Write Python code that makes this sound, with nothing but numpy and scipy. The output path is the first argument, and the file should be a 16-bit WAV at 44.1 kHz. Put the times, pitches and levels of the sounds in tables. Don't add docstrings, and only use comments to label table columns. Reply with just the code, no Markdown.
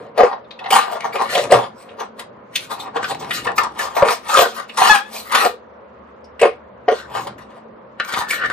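import sys
import numpy as np
from scipy import signal
from scipy.fft import rfft, irfft, next_fast_len
from scipy.io import wavfile
from scipy.ndimage import uniform_filter1d

SR = 44100
rng = np.random.default_rng(int(sys.argv[2]) if len(sys.argv) > 2 else 0)


def level_to_linear(level):
    exponent = np.asarray(level, float) / 20
    return 10 ** exponent


def to_wav(sig):
    pcm = np.clip(np.atleast_2d(sig), -1, 1) * 32767
    pcm = np.round(pcm).astype(np.int16)
    wavfile.write(sys.argv[1], SR, pcm.T)


N = 375732


def evened(x):
    return x / np.sqrt(np.mean(x ** 2) + 1e-20)


def read(points, hz):
    f, value = np.transpose(points)
    return np.interp(np.log(hz + 1), np.log(f + 1), value)


def slow(hz):
    knots_per_s = 200
    knots = rng.standard_normal(int(N / SR * knots_per_s) + 2)
    bell = np.exp(-(np.arange(-200, 201) * hz / knots_per_s) ** 2)
    smooth = evened(np.convolve(knots, bell, "same"))
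    return np.interp(np.arange(N) * knots_per_s / SR, np.arange(len(knots)), smooth)


def band(x, lo_hz, hi_hz):
    return signal.sosfilt(signal.butter(4, [lo_hz, hi_hz], "band", fs=SR, output="sos"), x)


def resonate(x, hz, width):
    turn = np.exp(2j * np.pi * np.cumsum(hz * np.ones(N)) / SR)
    r = np.exp(-np.pi * width / SR)
    return turn * signal.lfilter([np.sqrt(2 * (1 - r * r))], [1, -r], x / turn)


def ring(x, hz, width):
    r = np.exp(-np.pi * 3.24 * width / SR)
    pole = r * np.exp(2j * np.pi * hz / SR)
    return signal.lfilter([np.sqrt(2 * (1 - r * r) ** 3 / (1 + r * r))], [1, -2 * pole, pole ** 2], x)


def patchy(x, patchy_db):
    z = signal.stft(x, nperseg=256)[2]
    patches = uniform_filter1d(uniform_filter1d(rng.standard_normal(z.shape), 3, 0), 18, 1)
    return signal.istft(z * level_to_linear(patchy_db * evened(patches)), nperseg=256)[1][:N]


# pitch_hz, lead_rad
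TREBLE_LEAD = [(3000, 1.1), (4500, 1.7), (8000, 1.3), (13000, 1.2), (15500, 1.1)]


def to_microphones(x):
    size = next_fast_len(N)
    turn = np.exp(-1j * read(TREBLE_LEAD, np.fft.rfftfreq(size, 1 / SR)))
    return np.array([x, irfft(rfft(x, size) * turn, size)[:N]])


RIGHT_LAG = 2


# pitch_hz, likeness (0 to 1)
LIKENESS = [(60, 0.33), (180, 0.95), (550, 0.17), (1650, 0.16), (4970, 0.03), (15000, 0.21)]


def hiss(spectrum, patchy_db):
    frames, hz = N // 256 + 5, np.fft.rfftfreq(1024, 1 / SR)
    a, b, c, d, patches = rng.standard_normal((frames, 513, 5)).T
    patches = evened(uniform_filter1d(uniform_filter1d(patches, 10, 0), 10, 1))
    like, left = read(LIKENESS, hz)[:, None], a + 1j * b
    z = np.array([left, like * left + np.sqrt(1 - like ** 2) * (c + 1j * d)])
    z *= level_to_linear(read(spectrum, hz)[:, None] + patchy_db * patches)
    return evened(signal.istft(z, nperseg=1024, noverlap=768)[1][:, :N])


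# pitch_hz, level_db (per Hz)
AIR_COLOUR = [(18, -24), (30, -21.5), (59, -11), (164, -43), (213, -6.5), (292, -16), (532, -3), (767, -14),
              (1020, -9.5), (1230, -13.5), (4910, -47), (13600, -60), (15500, -64)]
# pitch_hz, width_hz, level_db
MACHINE_HUM = [
    (125, 2.7, -64),
    (222.7, 5.3, -56),
]
# time_s, rumble_db, drone_db
BUILDING_RUMBLE = [(0.0, -92, -31), (0.26, -74, -55), (0.38, -83.5, -65), (1.42, -72, -32),
                   (1.56, -53, -24), (1.8, -101, -50.5), (3.39, -49, -28), (4.699, -67, -67),
                   (4.91, -86, -43), (5.078, -59.5, -68.5), (6.219, -57.5, -78), (7.261, -52.5, -30.5),
                   (7.881, -67.5, -55), (8.52, -46.5, -31.5)]


def background():
    hum = 0
    for hz, width, db in MACHINE_HUM:
        hum = hum + level_to_linear(db + 2 * slow(2)) * resonate(rng.standard_normal(N), hz, width).real
    s, rumble_db, drone_db = np.transpose(BUILDING_RUMBLE)
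    t = np.arange(N) / SR
    rumble = resonate(rng.standard_normal(N), 62 + 9 * slow(0.66), 6.6).real
    low = level_to_linear(np.interp(t, s, rumble_db)) * evened(band(rumble, 45, 140))
    low += level_to_linear(np.interp(t, s, drone_db) - 10.5) * evened(band(rng.standard_normal(N), 100, 390))
    return level_to_linear(-42.5) * hiss(AIR_COLOUR, patchy_db=1.2) + hum + low


# pitch_hz, t60_s
WALL_DECAY = [(300, 0.037), (1000, 0.16), (4000, 0.21), (12000, 0.099)]


def room():
    taps = np.zeros((2, SR // 2))
    at = np.arange(60, SR // 2 - 20, 20) + rng.integers(0, 20, (2, (SR // 2 - 61) // 20))
    np.put_along_axis(taps, at, rng.choice([-1., 1.], at.shape), 1)
    hz, t, z = signal.stft(taps, SR, nperseg=256)
    tail = signal.istft(z * level_to_linear(-60 * t / read(WALL_DECAY, hz)[:, None]), SR, nperseg=256)[1]
    return tail / np.linalg.norm(tail[0])


# start_s, peak_db, pitch_hz, t60_s
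TABLE_THUDS = [(0.232, -30, 118.3, 0.074), (0.72, -34.5, 177, 0.26), (1.349, -23.5, 178, 0.087),
               (1.541, -17, 122, 0.23), (1.9, -50, 98, 0.45), (3.108, -34, 140, 0.15),
               (3.454, -39, 125, 0.3), (3.996, -33.5, 125.8, 0.18), (4.399, -94.5, 166.4, 0.3),
               (4.893, -45, 150.5, 0.29), (7.153, -37, 123, 0.75)]


def thuds():
    out, u = np.zeros(N), np.arange(12000) / SR
    for s, db, hz, t60 in TABLE_THUDS:
        tone = level_to_linear(db - 60 * u / t60) * np.sin(2 * np.pi * hz * u)
        out[round(s * SR):][:len(u)] += tone * np.minimum(u / 0.017, 1)
    return out


# start_s, peak_db, pitch_hz, t60_s
TINY_TAP = (6.243, -49, 5100, .075)


def ping():
    s, db, hz, t60 = TINY_TAP
    u = np.arange(N) / SR - s
    spray = level_to_linear(db - 60 * abs(u) / t60) * (u > 0) * rng.standard_normal(N)
    return ring(spray, hz, 200).real


# time_s, pitch_hz (slip rate), level_db
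SQUEAK_PATH = [
    (4.885, 845, -31),
    (4.899, 872, -9.5),
    (4.93, 852, -19),
    (4.967, 794, -21),
    (5.0, 799, -31.5),
    (5.04, 858, -36),
    (5.1, 854, -45),
]
# multiple of the slip rate, level_db (above the octave)
SQUEAK_PARTIALS = [(3, -10), (4, -10), (5, -18)]


def squeak():
    s, *columns = np.transpose(SQUEAK_PATH)
    t = np.arange(round(s[0] * SR), round(s[-1] * SR)) / SR
    n = len(t)
    hz, db = (np.interp(t, s, c) for c in columns)
    octave_db = db - 3.5
    turns = 2 * np.pi * np.cumsum(hz * (1 + 0.009 * slow(90)[:n])) / SR
    tone = level_to_linear(db) * np.sin(turns) + level_to_linear(octave_db) * np.sin(2 * turns)
    for k, above_db in SQUEAK_PARTIALS:
        tone += level_to_linear(octave_db + above_db + 1.8 * slow(50)[:n]) * np.sin(k * turns)
    flutter = level_to_linear(4 * slow(74)[:n] - 1)
    out = np.zeros(N)
    out[round(s[0] * SR):][:n] = np.sqrt(2) * tone * flutter * signal.windows.tukey(n, .1)
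    return out


# pitch_hz, peak_db, t60_s
LANDING_MODES = [(440, -6.5, 0.15), (545, -14, 0.22), (594, -14, 0.11), (721, -3, 0.053), (1420, -23, 0.27),
                 (1534, -22.5, .16), (1870, -23, .08), (2060, -29, .05), (3090, -26, 0.044)]


def knock():
    start_s, rise_s = 6.8805, 0.0027
    out, u = np.zeros(N), np.arange(9000) / SR
    modes = sum(level_to_linear(db - 60 * u / t60) * np.sin(2 * np.pi * hz * u) for hz, db, t60 in LANDING_MODES)
    out[round(start_s * SR):][:9000] += np.minimum(u / rise_s, 1) * modes
    return out


# start_s, peak_db, pitch_hz, edge_db (bright edge above the peak)
DRY_CRACKS = [(1.007, -15, 2280, -7), (1.38, -9, 1520, -4.5), (1.44, -11, 2500, -3),
              (2.875, -23, 880, -17.5), (3.031, -9.5, 1590, -12), (3.309, -13, 1930, -11),
              (3.815, -12, 1500, -1.5), (3.955, -20, 2500, -6.5), (4.363, -14, 1493, -10),
              (4.421, -6, 1200, -12), (4.794, -19, 1110, -11.5), (4.817, -8.5, 1150, -11.5),
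              (4.838, -12, 1250, -9.5), (4.876, -2.5, 2760, -5), (5.451, -6, 2000, -3.5),
              (8.0, -7, 1800, -16), (8.049, -22.5, 2500, -2.5), (8.138, -7, 1300, -12),
              (8.174, -7, 1200, -14), (8.19, -6, 1100, -11), (8.222, -13, 1093, -12),
              (8.309, -9.5, 2200, -3), (8.501, -6, 1700, -15), (1.222, -15, 1005, -4),
              (.712, -12, 2500, -4), (1.303, -20, 3200, -4), (1.338, -16, 2200, -4), (2.966, -16, 1500, -8),
              (3.148, -20, 2100, -8), (3.247, -26, 2500, -6), (3.297, -22, 3000, -6),
              (3.341, -20, 3500, -4), (3.469, -14, 1750, -8), (3.518, -20, 1500, -10),
              (3.635, -12, 1300, -10), (4.022, -4, 1200, -14), (4.086, -6, 1300, -10),
              (5.347, -6, 1400, -8), (8.122, -16, 1600, -8), (8.287, -22, 2500, -4),
              (8.399, -20, 1600, -10), (8.46, -16, 1500, -8), (4.388, -9.5, 890, -10)]


def cracks():
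    fall_cycles, edge_t60_s = 8.0, .012
    out, u = np.zeros(N + 900), np.arange(900) / SR
    for (s, db, hz, edge_db), noise in zip(DRY_CRACKS, rng.standard_normal((len(DRY_CRACKS), 900))):
        part = out[round(s * SR):][:900]
        part += level_to_linear(db - 60 * u * hz / fall_cycles) * np.sin(2 * np.pi * hz * u)
        part += level_to_linear(db + edge_db - 60 * u / edge_t60_s) * band(noise, 2400, 9500)
    return out[:N]


def stroke_db(t, s, hold, rise_db_per_s, release_db_per_s):
    rise = rise_db_per_s * np.maximum(s - t, 0)
    release = release_db_per_s * np.maximum(t - s - hold, 0)
    return np.maximum(-rise - release, -200)


# pitch_hz, level_db (per Hz)
SHEET_COLOUR = [(300, -14), (520, 2), (1000, -10), (2000, -11.5), (3200, -17.5), (5000, -28.5), (7200, -32),
                (8800, -29.5), (13000, -38), (15500, -39)]
SHEET_BORDERS = [330, 900, 2200, 5000, 15600]


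def sheet(drive, lo_hz, hi_hz):
    colour = level_to_linear(read(SHEET_COLOUR, np.linspace(0, SR / 2, 257)))
    taps = signal.firwin2(1025, np.linspace(0, 1, 257), colour)
    taps = band(signal.minimum_phase(np.convolve(taps, taps)), lo_hz, hi_hz)
    return signal.oaconvolve(drive, taps / np.linalg.norm(taps))[:N]


# start_s (full effort), hold_s, level_db, top_db (topmost hiss above it)
FINGER_SCRAPES = [(0.746, .03, -38, -16), (0.916, 0.017, -41, -7.5), (1.042, 0.012, -44, -7),
                  (1.133, 0.026, -46.5, -2), (1.212, 0.03, -43.5, -6), (1.307, 0.078, -36, -9.5),
                  (1.402, 0.029, -36.5, -9), (2.709, 0.022, -41, -3.5), (2.794, .03, -44.5, -6.5),
                  (2.953, 0.025, -50.5, -8), (3.04, 0.023, -42.5, -9), (3.085, 0.018, -33.5, -14.5),
                  (3.199, 0.0067, -40, -11.5), (3.336, 0.024, -30.5, -9.5), (3.443, 0.0087, -43.5, -8),
                  (3.564, 0.029, -38, -2), (3.787, 0.063, -33.5, -9), (3.954, 0.044, -38, -5),
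                  (4.102, 0.033, -33, -8), (4.285, .05, -32, -7), (4.387, .04, -25.5, -4.5),
                  (4.472, 0.035, -41, -8.5), (4.546, 0.027, -43.5, -3), (5.13, 0.068, -41, -3),
                  (5.183, 0.11, -50, 1.5), (5.399, 0.072, -36.5, -1.5), (6.943, 0.062, -45, -20),
                  (7.207, 0.035, -46.5, -5.5), (8.042, 0.051, -49, -4), (8.078, 0.013, -41, -9.5),
                  (8.124, 0.017, -34.5, -13), (8.182, 0.011, -33, -3.5), (8.292, 0.06, -34, -6),
                  (8.437, 0.029, -48, -8)]


def scrapes():
    t = np.arange(0, N + 64, 64) / SR
    s, hold, db, top_db = np.transpose(FINGER_SCRAPES)[..., None]
    level = level_to_linear(db + stroke_db(t, s, hold, rise_db_per_s=1803, release_db_per_s=459.5))
    low, high = (np.repeat(np.sqrt((v ** 2).sum(0)), 64)[:N] for v in (level, level * level_to_linear(top_db)))
    noise = rng.standard_normal(N)
    fine = sheet(low * noise, 3600, 8600) + sheet(high * noise, 10600, SHEET_BORDERS[-1])
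    return to_microphones(patchy(fine, patchy_db=4.5))


# pitch_hz, width_hz, level_db
MODES = [(384, 45, -9.5), (471, 40, 2), (561, 45, 1.5), (680, 52.4, 1), (780, 53, -0.5), (859, 58.5, -0.5),
         (1010, 78, -3.5), (1150, 74, -6), (1290, 46.4, -2), (1482, 69, -0.5), (1747, 54, -2.5),
         (2000, 120, 2.5), (2280, 88, -0.5), (2600, 160, -2), (2890, 130, -2.5), (3230, 150, -2),
         (3580, 140, 1), (4020, 170, -5)]


def near_modes(centre_hz, slope_db):
    hz, _, db = np.transpose(MODES)[..., None]
    share = level_to_linear(db - slope_db * abs(np.log2(hz / centre_hz)))
    return share / np.sqrt((share ** 2).sum(0))


# start_s (full effort), hold_s, effort_db, pitch_hz (centre of the ringing),
# rustle_db (edges above the effort)
BOX_JERK_STROKES = [(.19, 0.058, -13.5, 590, -20.5), (.728, 0.03, -11, 980, -4),
                    (.79, 0.048, -25, 1130, -4.5), (1.006, .004, -36, 2170, -13),
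                    (1.05, 0.019, -20.5, 780, -24), (1.14, 0.02, -19, 680, -29),
                    (1.525, 0.021, -7, 550, -17.5), (2.0, 0.0069, -25, 780, -13.5),
                    (2.192, 0.0092, -36, 1000, -6.5), (2.556, 0.0059, -33.5, 2230, 2.5),
                    (2.715, 0.0054, -23, 970, -7.5), (2.965, 0.012, -19, 780, -24.5),
                    (3.03, 0.024, -28.5, 1450, -11.5), (3.205, 0.086, -32.5, 750, -13),
                    (3.31, 0.081, -30, 1690, 1), (3.46, 0.043, -24, 774, -29),
                    (3.59, 0.037, -16, 1010, -19)]
BOX_SLIDE_STROKES = [(0.0, 0.062, -36.5, 500, -21.5), (.27, 0.06, -27, 800, -24),
                     (.62, 0.11, -37.5, 830, -22.5), (.87, 0.098, -26, 792, -18),
                     (1.2, 0.016, -18, 836, -18), (1.3, 0.091, -25.5, 2010, -6),
                     (1.36, 0.075, -22, 598, -12.5), (1.59, 0.046, -24.5, 816, -13),
                     (1.82, 0.0044, -51, 790, 7), (1.9, 0.0426, -37.5, 455, -22),
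                     (2.62, 0.025, -49.5, 1525, 12.5), (2.78, 0.082, -35.5, 830, -18.5),
                     (3.11, 0.024, -28.5, 750, -8.5)]
TRAY_JERK_STROKES = [(3.972, .045, -21, 900, -20), (4.035, .025, -16, 500, -26), (4.69, .005, -50, 2600, 6),
                     (4.78, 0.09, -19, 1140, -3), (6.425, 0.036, -16, 430, -20),
                     (6.9, 0.025, -22, 480, -19), (7.27, 0.00427, -26, 756, -19),
                     (7.39, 0.029, -42, 990, -10), (7.5, 0.077, -42.5, 710, -17),
                     (8.0, 0.11, -33.5, 1530, -21.5), (8.09, 0.0028, -27.5, 1500, -4.5),
                     (8.292, 0.078, -28, 1790, -12.5), (8.5, 0.012, -21.5, 1510, -16.5)]
TRAY_SLIDE_STROKES = [(3.805, 0.043, -25.5, 935, -9), (3.87, 0.13, -32.5, 960, -13),
                      (4.095, 0.023, -18, 830, -3), (4.31, 0.12, -21.5, 1292, -7),
                      (4.36, 0.047, -15.5, 948, -2), (4.415, 0.0045, -13, 530, -18.5),
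                      (4.58, 0.0067, -27, 1270, -7), (4.84, 0.11, -16, 1185, -1),
                      (5.15, 0.027, -34, 775, 4), (5.36, 0.056, -14, 1190, -6),
                      (5.445, 0.015, -17.5, 494, -11.5), (6.96, 0.044, -33.5, 1400, -9),
                      (7.16, 0.032, -25, 940, -8.5), (8.15, 0.06, -24, 1260, -11),
                      (8.43, 0.018, -22.5, 1690, -24.5)]


def strokes():
    dulling = 0.16
    t, power = np.arange(0, N + 64, 64) / SR, 0
    for rows, rise, release in [(BOX_JERK_STROKES, 829, 339), (BOX_SLIDE_STROKES, 263, 319),
                                (TRAY_JERK_STROKES, 1002.5, 318), (TRAY_SLIDE_STROKES, 278, 309)]:
        for s, hold, db, hz, rustle_db in rows:
            under = stroke_db(t, s, hold, rise, release)
            rustle = rustle_db + dulling * under * (t > s)
            ribs = -2.5 + 0.64 * rustle
            share = np.vstack([near_modes(hz + 0 * t, slope_db=17), level_to_linear([0 * t, ribs, rustle])])
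            power = power + (level_to_linear(db + under) * share) ** 2
    return np.repeat(np.sqrt(power), 64, 1)[:, :N]


# start_s, peak_db, pitch_hz (centre of the ringing), ribs_db, rustle_db (above the peak)
BOX_AND_PULL_BLOWS = [(.175, -3, 740, -12, -15), (.203, 3, 700, -27, -25), (.230, 2, 520, -22, -18),
                      (.703, -5, 615, 2.5, 2), (.786, 0, 1130, -43, -10), (1.124, -17.5, 2170, -13, -30),
                      (1.153, -5.5, 670, -6, -16), (1.348, -3.5, 640, 2, -3), (1.507, -7.5, 604, 0, -5),
                      (1.518, 13, 511, -30, -14.5), (1.996, -20, 796, 3, -1), (2.192, -21, 1720, 3, 4),
                      (2.554, -23.5, 2630, 24, 21), (2.963, -14.5, 760, -1, -16.5), (3.04, -10.5, 1470, 2, -28),
                      (3.107, -7, 587, -6, -29), (3.306, -8, 1740, 2.5, -14), (3.445, -31, 1700, 15, 12.5),
                      (3.47, -7.5, 1720, -8, -19), (3.579, 1, 1270, -6.5, -9), (3.631, -11, 1290, -24, -1),
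                      (3.788, -10.5, 1790, -7, 0), (3.964, -4, 760, -8, -12), (4.006, -16.5, 667, -26, -16),
              (4.021, 9, 577, -41.5, -40), (4.082, -2, 1320, -4, -20), (4.338, -3, 1310, -19, -1),
              (4.692, -19, 2780, -26, -32), (4.77, -11.5, 1210, 2.5, 1.5), (4.813, 3.5, 1130, -10, -38),
              (5.317, -16, 862, 4, 10.5), (5.347, -1, 1380, 2.5, 1)]
TRAY_BLOWS = [(6.394, -16.5, 2550, -40, -3.5), (6.412, -1.5, 440, -5, -7.5), (6.426, 2, 450, -11, -40),
              (6.881, -2, 700, -11, -26), (6.881, -13.5, 1660, -21, -19), (7.268, -25, 736, 8, 5),
              (7.998, -7.5, 1550, -2.5, -42), (8.121, -12, 1680, -15, -6.5), (8.138, -12.5, 1740, 6, -32),
              (8.166, -13, 1080, -15, -7.5), (8.219, -18, 1200, -20, -25), (8.304, -9.5, 2270, -15, 3.5),
              (8.436, -12.5, 1570, -16, -29), (8.499, -13, 1580, -4, -17)]
FAINT_TICKS = [(.327, -62, 2580, 28, -26), (0.441, -48, 3450, -1, -16), (.507, -22.5, 4030, -1.5, -23),
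               (0.589, -25.5, 1900, 4, -12), (0.639, -19.5, 1920, 0, -24.5), (0.657, -13.5, 1780, -3, -25),
               (1.888, -32.5, 2630, -27, -27), (2.798, -20.5, 3520, -21, -1), (6.243, -51, 4000, 2, 6),
               (7.38, -26.5, 1720, -27, -5)]


def snaps():
    t60_s, rise_s = 0.056, 0.0054
    force = np.zeros((len(MODES) + 3, N + 5000))
    u = np.arange(5000) / SR
    for rows, push_db in [(BOX_AND_PULL_BLOWS, 2.5), (TRAY_BLOWS, 9), (FAINT_TICKS, 2.5)]:
        for s, db, hz, ribs_db, rustle_db in rows:
            envelope = level_to_linear(db - 3.5 - 60 * u / t60_s) * np.minimum(u / rise_s, 1)
            spray = envelope * rng.standard_normal(5000)
            share = np.vstack([near_modes(hz, slope_db=33.0), level_to_linear([[0], [ribs_db], [rustle_db]])])
            at = round(s * SR)
            force[:, at:at + 5000] += share * spray
            force[:-3, at + 40] += share[:-3, 0] * level_to_linear(db + push_db)
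    return force[:, :N]


def slips(per_s, spread_db, clump_db):
    size = level_to_linear(spread_db * np.minimum(rng.exponential(1, N), 5) + clump_db * slow(100))
    return evened(size * rng.standard_normal(N) * (rng.random(N) < per_s / SR))


def handling():
    force = level_to_linear(1) * strokes()
    grains = slips(per_s=2800, spread_db=1.0, clump_db=2.5)
    blows = snaps()
    drive = force * grains + blows
    evening = 0.44
    fine = grains / (abs(uniform_filter1d(grains ** 2, 160)) + .05) ** (evening / 2)
    drive[-2:] = force[-2:] * evened(fine) + blows[-2:]
    broad, ribs, edges = drive[-3:]
    out = np.zeros((2, N))
    for push, (hz, width, _) in zip(drive, MODES):
        facing = np.exp(.75j * rng.standard_normal((2, 1)))
        out += (facing * ring(push * level_to_linear(3.48 * slow(26.7)), hz, width)).real
    sheet_hz, _, ribs_hz, edges_hz, top_hz = SHEET_BORDERS
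    out = level_to_linear(3) * band(out, 390, 7400) + level_to_linear(-10.0) * sheet(broad, sheet_hz, ribs_hz)
    out += level_to_linear(-3.5) * patchy(sheet(ribs, ribs_hz, edges_hz), patchy_db=3.5)
    out += level_to_linear(-25) * evened(band(broad, 203.6, 339)) * np.std(broad)
    out[1] = np.roll(out[1], RIGHT_LAG)
    rustle = level_to_linear(-9.5) * patchy(sheet(edges, edges_hz, top_hz), patchy_db=5.0)
    return out * level_to_linear([[1.2], [-1.2]]) + to_microphones(rustle)


def scene():
    near = level_to_linear(-2.0) * handling() + ping() + squeak() * level_to_linear([[1.5], [-1.5]])
    walls = room()
    far = thuds() + background()
    near = near + scrapes()
    blows = cracks() + knock()
    sharp = np.array([level_to_linear(0.5) * blows, level_to_linear(-1.0) * np.roll(blows, RIGHT_LAG)])
    reflected = signal.fftconvolve(near + level_to_linear(-4.5) * sharp, walls, axes=1)[:, :N]
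    return near + sharp + level_to_linear(-6.0) * reflected + far


# pitch_hz, depth_db (under the loudest band)
GATE_FLOOR = [(4500, 38), (7000, 41.5), (9500, 42), (10800, 32.5), (12300, 40), (13500, 46), (14600, 34),
              (15400, 29.5)]


def gate(x, depth_db):
    hz, _, z = signal.stft(x, SR, nperseg=1024)
    bands = (abs(z[:, :512]) ** 2).reshape(2, 32, 16, -1).mean((0, 2))
    level_db = 10 * np.log10(bands + 1e-20)
    faint = level_db < level_db.max(0) - read(GATE_FLOOR, hz[8:512:16, None])
    shut = faint * (hz[:512:16, None] > 4500)
    z[:, :512] *= np.repeat(level_to_linear(-depth_db * shut), 16, 0)
    return signal.istft(z, nperseg=1024)[1][:, :N]


def band_limit(x):
    return signal.sosfilt(signal.butter(12, 15680, fs=SR, output="sos"), x)


def record(dry):
    deaf = signal.firwin(255, [10900, 11900, 15350], fs=SR)
    heard = signal.oaconvolve(band(dry, 66, 22000), deaf[None], "same")
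    gated = gate(heard, depth_db=19)
    return band_limit(np.clip(gated, -1, 1))


dry = scene()
out = record(dry)
to_wav(out)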